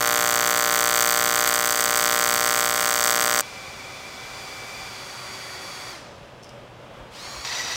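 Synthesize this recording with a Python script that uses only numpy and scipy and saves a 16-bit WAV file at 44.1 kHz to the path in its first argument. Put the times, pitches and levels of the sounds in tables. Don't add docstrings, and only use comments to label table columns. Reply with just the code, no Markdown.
import sys
import numpy as np
from scipy import signal
from scipy.fft import rfft, irfft, next_fast_len
from scipy.io import wavfile
from scipy.ndimage import uniform_filter1d

SR = 44100
rng = np.random.default_rng(int(sys.argv[2]) if len(sys.argv) > 2 else 0)


def makeup_ratio(level_db):
    decades = np.asarray(level_db, float) / 20
    return 10 ** decades


def output_pcm(signal):
    pcm = np.clip(np.atleast_2d(signal).T, -1, 1) * 32767
    wavfile.write(sys.argv[1], SR, np.round(pcm).astype(np.int16))


N = 342202
T = np.arange(N) / SR

ARC_HZ, FIRST_S, ARC_END_S = 60.015, .0075, 3.4115
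CLEAN_S = .00668
VALVE_OPEN_S = 7.103

# start_s, level_db
SCRUB = [
    (7.45, -28.5),
    (7.76, -27),
]
# pitch_hz, level_db
SIZZLE = [(300, -2.5), (1400, -8), (2650, 0), (4000, -3), (8000, 3), (10500, 10.5), (16000, -1.5)]


def level(x, db):
    return x * makeup_ratio(db) / np.sqrt(np.mean(x ** 2))


def curve(table, column):
    return np.interp(T, [row[0] for row in table], [row[column] for row in table])


def shape(spectrum, hz):
    return np.interp(np.log(hz + 1), np.log([row[0] for row in spectrum]), [row[1] for row in spectrum])


def ring(x, hz, width):
    return signal.lfilter(*signal.iirpeak(hz, hz / width, fs=SR), x)


def colour(spectrum):
    size = next_fast_len(N)
    hz = np.arange(size // 2 + 1) * SR / size
    noise = rfft(rng.standard_normal(size)) * makeup_ratio(shape(spectrum, hz))
    return level(irfft(noise, size)[:N], 0)


def walk(rate):
    knots = uniform_filter1d(rng.standard_normal(int(2 * rate * N / SR) + 3), size=2)
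    return np.interp(T * 2 * rate, np.arange(len(knots)), knots) / np.std(knots)


def clicks(times, sizes):
    out, taps = np.zeros(N + 32), np.arange(-8, 9)
    at = np.asarray(times)[:, None] * SR
    index = np.round(at).astype(int) + taps
    pulses = np.sinc(index - at) * np.hanning(19)[1:-1] * np.asarray(sizes)[:, None]
    np.add.at(out, index + 8, pulses)
    return out[8:N + 8]


def late_lows(x, hz):
    a = np.tan(np.pi * hz / SR - np.pi / 4)
    return signal.lfilter([-a, -1], [1, a], x)


def hall(x, t60):
    tail = rng.standard_normal(SR // 2) * np.exp(-np.log(1000) * T[:SR // 2] / t60)
    return signal.oaconvolve(x, tail / np.linalg.norm(tail))[:N]


def since(s, tau):
    return 1 - np.exp(-np.clip(T - s, 0, None) / tau)


def small_ticks():
    # start_s, peak_db, ring_hz
    tick_table = [
        (6.4288, -38, 5200),
        (6.4342, -31, 5300),
        (6.4442, -31, 5200),
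        (6.4924, -31, 5130),
    ]
    ticks = 0
    for s, db, hz in tick_table:
        rung = ring(ring(clicks([s], [makeup_ratio(db + 20.5)]), hz, 750), hz, 2500)
        ticks = ticks + rung - ring(clicks([s], [makeup_ratio(db + 2)]), 8200, 3500)
    return ticks + makeup_ratio(-2) * hall(ticks, 0.31) + makeup_ratio(-7) * hall(ticks, .025)


def shop():
    # pitch_hz, level_db (per Hz)
    rumble_spectrum = [(15, -44), (30, -11), (100, -3.5), (137, -3.5), (165, -6), (300, -8), (420, -8),
                       (560, -2.5), (770, -8.5), (950, -9), (2000, -17.5), (3300, -18.5), (4200, -27.5),
                       (15900, -47)]
    # pitch_hz, rms_db
    fan = [(120, -58), (129, -63.5), (577, -59)]
    # time_s, pitch_hz, peak_db
    thud_table = [
        (7.02, 45, -43),
        (7.39, 62, -40.5),
    ]
    rumble = colour(rumble_spectrum) * makeup_ratio(-43.5 - 0.5 + walk(6))
    lines = sum(makeup_ratio(db + 3.0 + 2.1 * walk(3.4)) * np.sin(2 * np.pi * hz * T) for hz, db in fan)
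    thuds = 0
    for s, hz, db in thud_table:
        thuds = thuds + makeup_ratio(db) * np.exp(-((T - s) / 0.025) ** 2) * np.sin(2 * np.pi * hz * T)
    return rumble + lines + thuds + small_ticks()


def valve():
    # start_s, speed_change_hz
    presses = [
        (4.87, -10),
        (5.169, 3.5),
        (5.4, -3.5),
    ]
    # time_s, level_db
    aim_table = [
        (3.42, -9.5),
        (4.2, -9),
        (4.37, -2.5),
        (4.54, -1.5),
        (4.63, -4.5),
        (4.72, -2),
        (5.3, 0.5),
        (5.85, 0.5),
        (7.45, 0),
    ]
    shut_at_s = 5.915
    free_hz, restart_hz = 394.2, 377.5
    coast_s, spin_up_s, settle_s, fill_s = .33, .042, .05, 0.086
    leak_db = -22

    again = T > VALVE_OPEN_S
    running = free_hz + sum(step * since(s, settle_s) for s, step in presses)
    coasting = running * (1 - since(shut_at_s, coast_s))
    speed = np.where(again, restart_hz * since(VALVE_OPEN_S, spin_up_s), coasting)
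    state = since(presses[0][0], 0.078) + again

    shut_s = np.clip(T - shut_at_s, 0, None) * ~again
    aim = curve(aim_table, 1)
    pressure = makeup_ratio(leak_db) + np.where(again, since(VALVE_OPEN_S, fill_s), makeup_ratio(-81 * shut_s))
    pressure_db = 20 * np.log10(pressure)
    rush = -42 + 0.22 * aim + pressure_db
    treble = -9 + 0.21 * aim - np.minimum(60 * shut_s, 12)
    whistle = -44.5 + aim + pressure_db - 110 * shut_s
    return speed, state, rush, treble, whistle


def grinder():
    # free_db, loaded_db, restarting_db
    shaft_tones = [(0.99, 11.9, -17, -14.5, -19), (1.947, 4, -14, -16.5, -21), (3, 40, -14.5, -15, -11),
                   (3.81, 60, -12.5, -11, -23), (5.04, 60, -13.5, -9, -18), (5.95, 65, -5.5, -11.5, -13),
                   (8.86, 75, -10.5, -13, -15), (11.06, 50, -24, -20, -9), (14.97, 69.4, -17.5, -17, -30),
                   (14.8, 60, -27, -30, -12), (17.1, 80, -21, -15.5, -22), (18, 110, -34, -30, -10),
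                   (26.1, 150, -38, -22, -33), (30, 220, -27, -28, -32), (35, 200, -29, -32, -32)]
    # pitch_hz, level_db (per Hz)
    rush_spectrum = [(410, -41), (700, -5), (1150, 0), (1820, -6.5), (2360, -3), (2760, -8), (3410, -7.5),
                     (3680, -8), (4790, -5.5), (9950, -18.5), (10900, -25.5), (14400, -26), (15900, -29)]
    vanes = 12
    speed, state, rush_db, treble_db, whistle_db = valve()
    turn = np.cumsum(speed) / SR

    def tone(multiple, wander_hz, flutter_db):
        cycles = multiple * turn + np.cumsum(wander_hz * walk(120)) / SR
        return makeup_ratio(flutter_db * walk(45)) * np.sin(2 * np.pi * cycles)

    whine = 0
    for multiple, wander_hz, *db in shaft_tones:
        whine = whine + makeup_ratio(np.interp(state, np.arange(3), db)) * tone(multiple, wander_hz, 2.05)
    whine = whine * makeup_ratio(rush_db + 3.5)

    gathering = (T > VALVE_OPEN_S) * (1 - since(VALVE_OPEN_S, 0.052))
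    whistle = tone(vanes, 9, 1.9) + makeup_ratio(5) * gathering * tone(2 * vanes, 31, 2.5)
    whistle = whistle * makeup_ratio(whistle_db + 0.5)

    rush = colour(rush_spectrum) * makeup_ratio(0.41 * walk(10))
    top = signal.sosfilt(signal.butter(2, 6500, "high", fs=SR, output="sos"), rush)
    rush = (rush - top + top * makeup_ratio(treble_db + 11.5)) * makeup_ratio(rush_db + 2.0)

    whine = whine + makeup_ratio(-2.5) * hall(whine, 0.25) + whistle + makeup_ratio(-16) * hall(whistle, 0.34)
    return (rush + whine) * (T > ARC_END_S) * (T < SCRUB[0][0])


def scrub():
    # pitch_hz, width_hz, level_db
    tube_modes = [(880, 340, -7), (1950, 78, 1), (2620, 33, -2.5), (3300, 40, -14), (3580, 41, -4),
                  (3830, 74, 0.5), (4240, 22, 3), (4780, 150, -0.5), (5620, 44, 3.5), (6030, 88, 1),
                  (7000, 100, -6.5), (8020, 60, -11), (11800, 120, -24), (13630, 2500, -29)]
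    # pitch_hz, level_db (per Hz)
    air_spectrum = [(180, -45), (300, -14), (855, -8.5), (1270, -7), (1960, -4), (2480, -7), (4820, -8.5),
                    (5230, -11), (5780, -8.5), (15900, -36.5)]
    cut_s = 7.4485
    grit = rng.standard_normal(N) * makeup_ratio(1.8 * walk(700) + 1.8 * walk(60))
    tube = 0
    for k, (hz, width, db) in enumerate(tube_modes):
        mode = ring(ring(grit, hz, width), hz, 3 * width)
        tube = tube + (-1) ** k * makeup_ratio(db + walk(40)) * mode
    air = colour(air_spectrum) * makeup_ratio(2 * walk(500))
    onset = 1 + 0.53 * np.exp(-np.abs(T - cut_s) / 0.0033)
    return (level(tube, -4.0) + level(air, -5.0)) * makeup_ratio(curve(SCRUB, 1)) * onset * (T > cut_s)


def body(x, source):
    # pitch_hz, level_db
    work_piece = [(40, -18), (150, -1.5), (550, 6.5), (1400, 14.5), (2100, 12.5), (2650, 1), (3400, 8),
                  (4100, 3), (4600, 10.5), (5200, 3.5), (6300, 6.5), (7200, 3), (8000, 5.5)]
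    # pitch_hz, level_db
    shadow = [(7400, 0), (8050, 2.5), (8600, -5.5), (9150, -3), (9900, -17.5), (11300, -15), (12200, -4.5),
              (13300, -1.5), (14000, -1), (14500, -1.5), (15200, -3), (16500, -3)]
    shadow_drift = (1, 1.018)
    # pitch_hz, width_hz, level_db
    plate = [(241.6, 21, 7), (443, 39, 4), (589, 68, 7), (800, 180, 3), (923, 116, -10), (1140, 148, 5.5),
             (1511, 20, 4.5), (1570, 210, -4), (1950, 120, 0)]
    # start_hz, end_hz, width_hz, start_db, end_db
    null_table = [(5000, 5750, 240, -7, 3.5), (8070, 9070, 410, -4, -5.5), (12950, 13750, 400, -6, -11),
                  (14200, 15000, 370, 0, -3), (15400, 16000, 500, -8, 0), (9650, 9800, 280, -6, -1)]
    size, stages = 2 ** 12, np.linspace(0, 1, 7)
    hz = np.arange(size // 2 + 1) * SR / size

    def bump(centre, width, gain_db):
        return gain_db / (1 + (2 * (hz - centre) / width) ** 2)

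    fixed_db = shape(source, hz) + shape(work_piece, hz) + sum(bump(*mode) for mode in plate)
    out, step = np.zeros(N + size), int(ARC_END_S * SR * stages[1])
    for k, done in enumerate(stages):
        nulls = sum(bump(f + done * (f_end - f), width, g + done * (g_end - g))
                    for f, f_end, width, g, g_end in null_table)
        shadow_db = shape(shadow, hz / np.interp(done, [0, 1], shadow_drift))
        cepstrum = irfft((fixed_db + nulls + shadow_db) * np.log(10) / 20)[:size // 2]
        cepstrum[1:] *= 2
        response = irfft(np.exp(rfft(cepstrum, size)))[:size // 2]
        span = np.arange(max(k - 1, 0) * step, min(k + 1, len(stages) - 1) * step)
        heard = signal.oaconvolve(x[span] * (1 - np.abs(span / step - k)), response)
        out[span[0]:span[0] + len(heard)] += heard
    return out[:N]


def torch():
    # time_s, half_length_s, crack_gain_db, sizzle_gain_db
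    flares = [
        (1.053, .12, 3.3, .1),
        (1.78, 0.16, -0.5, 3),
        (2.0, .12, 1.5, 0),
        (2.75, 0.093, -2.3, 1.5),
        (2.978, 0.12, -0.3, 1.5),
        (3.07, .07, 3, -0.5),
    ]
    crack, sizzle = 0, 0
    for s, half, crack_gain, sizzle_gain in flares:
        lift = np.exp(-((T - s) / half) ** 2)
        crack = crack + crack_gain * lift
        sizzle = sizzle + sizzle_gain * lift
    cold = 2 * np.exp(-T / 1)
    thump = -22.5 - 0.03 * T + 0.5 * cold - 0.63 * sizzle
    return thump, -1.5 + crack - cold, -.3 + sizzle - cold


def reversals(crack_db):
    # time_s, extra_path_ms
    creep = [
        (0, 0.0086),
        (1.7, -0.12),
        (3.4, 0.029),
    ]
    # time_s, level_db
    odd_strikes = [(.041, -5), (.207, 1), (1.157, -5), (1.674, 4), (1.707, 5), (1.724, 4), (1.807, 5),
                   (1.84, 6.5), (1.874, -5), (2.39, -5), (3.04, 2.5), (3.29, -7), (3.356, -3)]
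    # pitch_hz, level_db
    strike_colour = [(900, -1.5), (1500, 1), (1900, -4), (2250, -15), (2700, -2), (3400, -6), (4600, -5),
                     (6300, 5), (8000, 7.5), (9200, 6.5), (12000, 4.5), (16000, 1.5)]
    return_colour = [(700, 0.5), (1500, .5), (4600, 1), (6300, 0), (8000, -3.5), (9200, -1), (12000, 1.5),
                     (16000, -1)]
    clock_hz, scatter_db = 7518., 1.7
    start = FIRST_S + np.arange(int((ARC_END_S - FIRST_S) * ARC_HZ) + 1) / ARC_HZ
    luck = np.clip(rng.standard_normal((len(start), 4)).T, -2, 2)
    odd_s, odd_db = np.transpose(odd_strikes)
    luck[2, np.round((odd_s - FIRST_S) * ARC_HZ).astype(int)] = odd_db / scatter_db
    low = signal.butter(1, 2500, fs=SR)
    # delay_s, colour, level_db, scatter_db, plasma gain, phase_turn_hz
    edges = [(0, strike_colour, -.5, scatter_db, .07, 1100),
             (CLEAN_S, return_colour, 0, .6, .06, 2400)]
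    cracks = 0
    for edge, (late, source, db, bright_db, fizz, turn_hz) in enumerate(edges):
        s = np.round((start + late) * clock_hz) / clock_hz
        s = s + np.interp(start, *np.transpose(creep)) / 1000
        s = s[s < ARC_END_S]
        push = clicks(s, makeup_ratio(db + 0.42 * luck[edge, :len(s)]))
        snap = clicks(s, makeup_ratio(db + bright_db * luck[2 + edge, :len(s)])) * makeup_ratio(crack_db - 1.5)
        burst = signal.lfilter([1], [1, -np.exp(-1 / (0.00038 * SR))], snap)
        snap = snap + fizz * burst * rng.standard_normal(N)
        pulse = snap + signal.lfilter(*low, push - snap)
        cracks = cracks + late_lows(body(pulse, source), turn_hz)
    return cracks


def pool_sizzle(sizzle_db):
    cleaning = uniform_filter1d(1. * ((T - FIRST_S) % (1 / ARC_HZ) < CLEAN_S), size=30)
    sizzle = rng.standard_normal(N) * makeup_ratio(8.0 * cleaning + 1.4 * walk(40.26) + 2 * walk(900) + sizzle_db)
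    return body(sizzle, SIZZLE)


def spatter():
    # time_s, peak_db
    bursts = [
        (1.4737, -13),
        (1.4757, 0),
        (1.4777, -13),
        (1.4837, -15),
        (1.4865, -13),
        (1.4907, -4),
    ]
    s, peak_db = np.transpose(bursts)
    return body(clicks(s, makeup_ratio(peak_db + 1)), SIZZLE)


def arc():
    # delay_ms, level_db
    echoes = [(1.3, -22.5), (2.1, -22), (2.9, -31), (4.1, -19.5), (6.3, -24.5), (8.4, -30)]
    thump_db, crack_db, sizzle_db = torch()
    burning = level(reversals(crack_db), -1.48) + level(pool_sizzle(sizzle_db), -12.0)
    direct = burning * makeup_ratio(thump_db) + spatter()
    reflections = clicks([delay / 1000 for delay, _ in echoes], [makeup_ratio(db) for _, db in echoes])[:512]
    wet = direct + signal.oaconvolve(direct, reflections)[:N]
    return wet * np.clip((ARC_END_S - T) / 0.00031, 0, 1)


def scene():
    # start_s, end_s
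    apart_times = [(0, .35), (.81, .87), (1.22, 1.31), (1.37, 1.78), (2.09, 2.26), (2.6, 2.68),
                   (3.03, 3.14), (3.24, 3.43), (4.35, 4.53), (5.8, 7.1)]
    # pitch_hz, level_db (re both together), chance level to pass
    apart_bands = [(60, -15, 1), (130, -20, 0.89), (280, -15, 1.03), (550, -22, 1.45), (2800, -14, 2.6),
                   (5270, -15.5, 1.7), (8000, -10.5, 1.6), (12300, -10.5, 1.62)]
    mid = shop() + grinder() + scrub() + arc()
    apart = sum(1. * (T > a) * (T < b) for a, b in apart_times)
    blur = mid * walk(150)
    side = 0
    for hz, db, rare in apart_bands:
        on = uniform_filter1d(1. * (2.2 * apart + walk(15) > rare), size=400)
        side = side + makeup_ratio(db) * on * ring(ring(blur, hz, 0.45 * hz), hz, 0.45 * hz)
    return np.array([mid + side, mid - side])


def roll_off(x):
    return signal.sosfilt(signal.butter(12, 16090, fs=SR, output="sos"), x)


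def record(dry):
    limited = np.clip(dry, -.7, .8)
    cut = signal.sosfilt(signal.ellip(10, .2, 80, 15820, fs=SR, output="sos"), limited)
    return roll_off(cut)


dry = scene()
out = record(dry)
output_pcm(out)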